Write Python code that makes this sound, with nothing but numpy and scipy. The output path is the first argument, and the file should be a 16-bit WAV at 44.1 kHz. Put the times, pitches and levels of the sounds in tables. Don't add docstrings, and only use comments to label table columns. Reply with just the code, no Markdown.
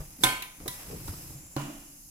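import sys
import numpy as np
from scipy import signal
from scipy.fft import rfft, irfft, next_fast_len
from scipy.io import wavfile
from scipy.ndimage import uniform_filter1d, map_coordinates

SR = 44100
rng = np.random.default_rng(int(sys.argv[2]) if len(sys.argv) > 2 else 0)


def transcribe(signal):
    frames = np.atleast_2d(signal).T
    limited = np.clip(frames, -1, 1)
    pcm = np.round(limited * 32767).astype(np.int16)
    wavfile.write(sys.argv[1], SR, pcm)


N = 92610
TOP_HZ = 15900


# hz, correlation
LIKENESS = [(60, 0.94), (150, 1), (300, 1), (640, 0.43), (1400, 0), (3000, 0.026), (7000, 0)]
RASP_LIKENESS = [(200, 0.98), (1500, 0.41), (10000, 0.1)]
STEEL_MODE_HZ, STEEL_CLUSTER_HZ = 35, 130
STEEL_RIPPLE_DB, RUSTLE_RIPPLE_DB, THUD_RIPPLE_DB = 6.5, 4, 2
CONTACT_ATTACK_S, RING_ATTACK_S = .0005, .001

HISS_DB, RUMBLE_DB = -54.5, -56.5
HISS_COLOUR = [(350, -65.5), (600, -25), (790, -6), (869, -35), (1750, -26), (2040, -22), (2210, -37),
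               (3300, -47), (6370, 3), (8390, -13), (10300, 6), (11300, -11.5), (14500, -2), (15400, -21),
               (16000, -44.5)]
RUMBLE_COLOUR = [(10, -19), (25, 7), (50, -13), (100, -27), (143, -10), (180, -18.5), (300, -13.5),
                 (450, -52), (2000, -82)]

# time_s, level_db
RUSTLE_LEVEL = [(0, -53), (0.19, -57), (0.23, -40.5), (0.5, -63), (0.65, -53.5), (0.73, -48.5), (0.98, -51),
                (1.08, -47), (1.31, -50), (1.48, -60), (1.62, -55.5), (2.1, -57)]
RUSTLE_TRIM_DB, GRAIN_DB = 2, 1
RUSTLE_COLOUR = [(2650, -33), (4500, -6.5), (5280, -1.5), (5960, -10.5), (7690, -1), (8640, -6.5),
                 (9870, -3), (12300, 0), (15200, -8.5), (16000, -14)]
# time_s, level_db
RUB_LEVEL = [(0, -58), (0.1, -60.5), (0.55, -62), (0.66, -59), (0.8, -50), (0.95, -54), (1.15, -53.5),
             (1.32, -57), (1.5, -62), (2.1, -70.5)]
RUB_COLOUR = [(150, -38), (250, -3.5), (450, -8.5), (750, -4), (1200, -7.5), (1700, -9.5), (2600, -7),
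              (3300, -12.5), (4500, -17), (6000, -12), (8000, -48)]
# time_s, level_db
SLIDE_LEVEL = [(1.15, -95), (1.36, -54), (1.48, -55.5), (1.72, -59.5), (1.9, -64)]
SLIDE_COLOUR = [(5500, -57), (6700, -13.5), (7250, 1), (7700, -10), (8400, -51)]
# time_s, level_db
HEFT_LEVEL = [(0, -49.5), (0.15, -58.5), (0.55, -71), (0.63, -47), (0.8, -59), (0.93, -41.5), (1.15, -48.5),
              (1.32, -46.5), (1.5, -59), (2.1, -64.5)]
HEFT_COLOUR = [(21, -30), (35, 3), (135, 1.5), (178, 2), (215, -16), (296, -3.5), (391, -14), (433, -25),
               (500, -12), (650, -26), (1100, -120)]

# start_s, level_db, centre_hz, t60_s, width_octaves
BUMPS = [(0.0, -29.5, 35, 0.11, 0.41), (0.0, -39.5, 150.3, 0.29, 0.046), (0.0, -43, 560, 0.15, 1),
         (0.187, -39.5, 305, 0.054, 0.45), (0.206, -41, 138, 0.44, 1), (0.422, -33.5, 2490, 0.088, 0.33),
         (0.606, -48, 290, 0.25, 1), (0.657, -33.5, 463, 0.1, 0.7), (0.678, -40, 136.6, 0.17, 0.031),
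         (0.867, -46.5, 284, 0.14, 0.84), (0.897, -45, 410, 0.35, 0.59), (0.924, -40.5, 400, 0.19, 0.45),
         (1.081, -38.5, 1240, 0.048, 0.21), (1.087, -32, 67, 0.22, 0.82), (1.129, -35, 156, 0.052, 0.51),
         (1.134, -47.5, 1060, 0.095, 0.31), (1.347, -36, 134.4, 0.15, 0.1),
         (1.594, -30.5, 940, 0.055, 0.29), (1.692, -39, 280, 0.12, 0.11), (1.694, -44, 613, 0.096, 0.071)]
BUMP_ATTACK_S, BUMP_SKIRT_DB = 0.0032, 9.5

# start_s, ring_db, ring_hz, click_db
KNOCKS = [(0.602, -39, 292, -44), (0.658, -29, 350, -45), (0.864, -40, 250, -55), (0.925, -36, 290, -47),
          (0.947, -36, 470, -52), (0.96, -42, 242, -45), (1.0802, -33.5, 311, -33), (1.192, -41, 294, -59),
          (1.305, -40, 306, -44)]
KNOCK_T60_S = .035

# start_s, level_db, hold_s, tail_db, ring_db
TICKS = [(0.422, -32.5, 0.0023, -43.5, -48.5), (0.678, -28.5, 0.0035, -36.5, -42),
         (1.075, -44.5, .004, -58, -60)]
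TICK_COLOUR = [(410, -12), (700, -18), (1890, -11.5), (2730, -18.5), (3840, -3), (4320, -13), (4670, -12),
               (8310, -14.5), (10500, -4.5), (16000, -15)]
TICK_T60_S, TICK_TAIL_T60_S, TICK_PAN_DB = .032, 0.41, -5
# mode_hz, relative_db, t60_s
HELD_LID_MODES = [(999, 0.5, 0.29), (1960, -3.5, 0.43), (2870, -14, 0.25), (3970, 2.5, 0.14)]

# start_s, level_db
CHATTER = [(1.5645, -25), (1.574, -33), (1.582, -35), (1.59, -38), (1.5965, -37), (1.605, -38),
           (1.616, -37), (1.638, -42)]
CHATTER_COLOUR = [(300, -2), (1200, 4), (1800, -6.5), (2700, -9), (5000, -8.5), (9000, -15.5), (16000, -12)]
CHATTER_T60_S = .022
THUD_S, THUD_DB, THUD_HOLD_S, THUD_T60_S, THUD_PAN_DB = 1.5645, -35, 0.0021, 0.03, -2
THUD_COLOUR = [(35, -31), (100, -4.5), (300, 6), (480, -12), (650, 9), (1050, 1.5), (1600, -20),
               (2400, -31), (5000, -36), (8500, -32), (11500, -37), (16000, -41)]
# mode_hz, level_db, t60_s
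TIN_MODES = [(140.4, -27.5, .35), (240, -29, .07), (285, -40, 1.1), (303, -24, .07), (554, -33, .11),
             (750, -31, .04), (1012, -41, .4), (1040, -28, .05), (1443, -46, .62), (1760, -53, .7),
             (2358, -51, .7), (2837, -49.5, .95), (3004, -53, .95)]
THUD_ROOM_DB = -36.5
THUD_ROOM_COLOUR = [(50, -12), (130, -12), (200, 0.5), (300, 4.5), (390, -7), (460, -18), (560, -2),
                    (1050, -6), (1600, -11.5), (2400, -11), (4500, -21), (7200, -17), (15000, -28)]
# hz, t60_s
THUD_ROOM_T60 = [(120, 0.94), (290, 1.0), (500, 0.73), (1000, 0.79), (3000, 1), (8000, 0.83)]

POP_S, POP_DB, POP_HOLD_S, POP_T60_S = 0.2353, -17, 0.0064, 0.054
POP_PAN_DB, POP_LAG_S = -5.5, 0.00029
POP_COLOUR = [(60, -23), (110, -12), (400, -13.5), (1100, -12), (2400, -14.5), (2900, -24), (3400, -10),
              (3900, -5.5), (4300, -13), (4800, -5), (5300, -17), (6100, -7), (6800, -19), (7250, -9),
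              (8000, -14), (9800, -12), (11500, -12), (13500, -17), (16000, -20)]
# mode_hz, level_db, t60_s
PUFF_MODES = [(124.2, -29.5, 0.24), (259, -33.5, 0.25), (326, -22.5, 0.097)]
# mode_hz, level_db, t60_s
RIM_MODES = [(3450, -12, 0.044), (3578, -13.5, 0.047), (3850, -12.5, 0.02), (4670, -26, 0.046)]
RIM_DELAY_S, RIM_PAN_DB = 0.0016, -4
# mode_hz, level_db, t60_s, left_over_right_db
LID_MODES = [(756, -26, .23, -6), (857, -36, .42, -5), (891, -37, .43, -7), (986, -37, .39, -3),
             (1021, -24.5, .48, -1), (1252, -34, .5, 2), (1425, -31.5, .39, 0), (1522, -35, .44, 4),
             (1550, -26.5, .45, -8), (1782, -33.5, .38, -10), (1990, -42, .6, 4), (2091, -41, .55, 6),
             (2183, -36, .58, -5), (2229, -38, .42, -7), (2261, -37, .38, -6), (2511, -39, .46, 1),
             (2573, -37, .56, 4), (2911, -39, .58, -14), (2962, -40, .5, -6), (3060, -35, .33, -12),
             (3133, -41, .6, -4), (3712, -41, .35, -8), (4821, -39, .33, -10), (6161, -36, .3, -8),
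             (8763, -40, .33, -1), (9506, -37, .32, -12)]
POP_ROOM_DB = -21.5
POP_ROOM_COLOUR = [(60, -8), (120, -14.5), (450, -7.5), (800, -8), (1150, -14), (1670, -16), (2100, -8),
                   (2380, -12), (2750, -10.5), (3330, -10), (3600, -13), (4700, -11), (5500, -16),
                   (6200, -10), (7000, -15.5), (8700, -11), (9600, -16), (11000, -7.5), (16000, -24)]
# hz, t60_s
POP_ROOM_T60 = [(100, 0.64), (500, 0.45), (1400, 0.65), (3500, 0.51), (6000, 0.41), (13000, 0.34)]


def amp(db):
    return 10 ** (np.asarray(db) / 20)


def unit(x):
    return x / np.sqrt(np.mean(x ** 2) + 1e-20)


def along(points, hz):
    f, v = np.transpose(points)
    return np.interp(np.log(hz + 1), np.log(f + 1), v)


def level(points):
    return amp(np.interp(np.arange(N) / SR, *np.transpose(points)))


def since(s):
    return np.maximum(np.arange(N) / SR - s, 0)


def pan(db):
    return amp(np.array([[db], [-db]]) / 2)


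def noise(colour, alike=LIKENESS, lag_s=0.0002014, ripple_db=0):
    hz = np.fft.rfftfreq(N, 1 / SR)
    turn = np.arccos(np.clip(along(alike, hz), -1, 1)) / 2
    peaks = np.zeros(len(hz))
    for step_hz in (STEEL_MODE_HZ, STEEL_CLUSTER_HZ):
        knots = rng.standard_normal(int(hz[-1] / step_hz) + 2)
        peaks += map_coordinates(knots, [hz / step_hz])
    crowded = np.clip(hz / 2000, 0, 1) ** 2
    ripple = ripple_db * crowded * (np.minimum(peaks, 2) - 1 / 2)
    gain = amp(along(colour, hz) + ripple)
    phases = np.exp(2j * np.pi * rng.random((2, len(hz))))
    mid, side = phases * gain * [np.cos(turn), np.sin(turn)]
    left = (mid + side) * np.exp(-2j * np.pi * hz * lag_s)
    return unit(irfft([left, mid - side], N))


def burst(source, s, hold_s, t60_s, attack_s=CONTACT_ATTACK_S):
    attack = 1 - np.exp(-since(s) / attack_s)
    shape = attack * amp(-60 * since(s + hold_s) / t60_s)
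    return unit(source * shape) * np.sqrt(np.mean(shape ** 2))


def ring(modes, s, spread=1.08, scatter=True):
    t, out = since(s), np.zeros((2, N))
    starts = scatter * rng.uniform(0, 2 * np.pi, len(modes))
    for (hz, db, t60_s), start in zip(modes, starts):
        angle = np.arccos(np.clip(along(LIKENESS, hz), -1, 1))
        apart = spread * angle * np.array([[-.5], [.5]])
        out += amp(db - 60 * t / t60_s) * np.sin(2 * np.pi * hz * t + start + apart)
    return out * (1 - np.exp(-t / RING_ATTACK_S))


def room(colour, t60s, s, ripple_db, build_s=0.013):
    hz, t, z = signal.stft(noise(colour, ripple_db=ripple_db), SR, nperseg=512)
    fade = amp(-60 * np.maximum(t - s, 0) / along(t60s, hz)[:, None])
    tail = signal.istft(z * fade, SR, nperseg=512)[1][:, :N]
    return tail * (1 - np.exp(-since(s) / build_s))


def background():
    hiss = amp(HISS_DB) * noise(HISS_COLOUR)
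    rumble = amp(RUMBLE_DB) * noise(RUMBLE_COLOUR)
    return hiss + rumble


def handling():
    grain = unit(uniform_filter1d(rng.standard_normal(N), size=300))
    rustle = amp(RUSTLE_TRIM_DB) * level(RUSTLE_LEVEL) * noise(RUSTLE_COLOUR, ripple_db=RUSTLE_RIPPLE_DB)
    rub = level(RUB_LEVEL) * noise(RUB_COLOUR)
    slide = level(SLIDE_LEVEL) * noise(SLIDE_COLOUR)
    heft = level(HEFT_LEVEL) * noise(HEFT_COLOUR)
    return (rustle + rub + slide) * amp(GRAIN_DB * grain) + heft


def bumps():
    out, octaves = np.zeros((2, N)), np.linspace(-6, 6, 241)
    for s, db, hz, t60_s, width in BUMPS:
        skirt_db = -BUMP_SKIRT_DB * np.log(1 + (octaves / width) ** 2)
        colour = np.column_stack([hz * 2 ** octaves, skirt_db])
        out += amp(db) * burst(noise(colour), s, 0, t60_s, BUMP_ATTACK_S)
    return out


def knocks():
    out = np.zeros((2, N))
    for s, db, hz, click_db in KNOCKS:
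        out += ring([(hz, db, KNOCK_T60_S)], s, scatter=False)
        out += amp(click_db) * burst(noise(CHATTER_COLOUR), s, 0, CHATTER_T60_S)
    return out


def ticks():
    out = np.zeros((2, N))
    for s, db, hold_s, tail_db, ring_db in TICKS:
        graze = burst(noise(TICK_COLOUR), s, hold_s, TICK_T60_S)
        steel = noise(TICK_COLOUR, ripple_db=RUSTLE_RIPPLE_DB)
        tail = burst(steel, s, 0, TICK_TAIL_T60_S, attack_s=0.0037)
        out += amp(db) * pan(TICK_PAN_DB) * graze
        out += amp(tail_db) * tail
        out += amp(ring_db) * ring(HELD_LID_MODES, s)
    return out


def set_down():
    knock = amp(THUD_DB) * burst(noise(THUD_COLOUR), THUD_S, THUD_HOLD_S, THUD_T60_S)
    chatter = np.zeros((2, N))
    for s, db in CHATTER:
        chatter += amp(db) * burst(noise(CHATTER_COLOUR), s, 0, CHATTER_T60_S)
    tin = ring(TIN_MODES, THUD_S, scatter=False)
    tail = amp(THUD_ROOM_DB) * room(THUD_ROOM_COLOUR, THUD_ROOM_T60, THUD_S, THUD_RIPPLE_DB)
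    return pan(THUD_PAN_DB) * (knock + chatter + tin + tail)


def lid_pop():
    scrape = noise(POP_COLOUR, RASP_LIKENESS, POP_LAG_S, RUSTLE_RIPPLE_DB)
    rasp = amp(POP_DB) * pan(POP_PAN_DB) * burst(scrape, POP_S, POP_HOLD_S, POP_T60_S)
    rim = pan(RIM_PAN_DB) * ring(RIM_MODES, POP_S + RIM_DELAY_S)
    puff = ring(PUFF_MODES, POP_S)
    lid = np.zeros((2, N))
    for *mode, side_db in LID_MODES:
        lid += unit(pan(side_db)) * ring([mode], POP_S)
    tail = amp(POP_ROOM_DB) * room(POP_ROOM_COLOUR, POP_ROOM_T60, POP_S, STEEL_RIPPLE_DB)
    return rasp + rim + puff + lid + tail


def scene():
    return background() + handling() + bumps() + knocks() + ticks() + set_down() + lid_pop()


def record(dry):
    m = next_fast_len(N + SR // 2)
    kept = np.fft.rfftfreq(m, 1 / SR) < TOP_HZ
    return irfft(rfft(dry, m) * kept, m)[:, :N]


dry = scene()
out = record(dry)
transcribe(out)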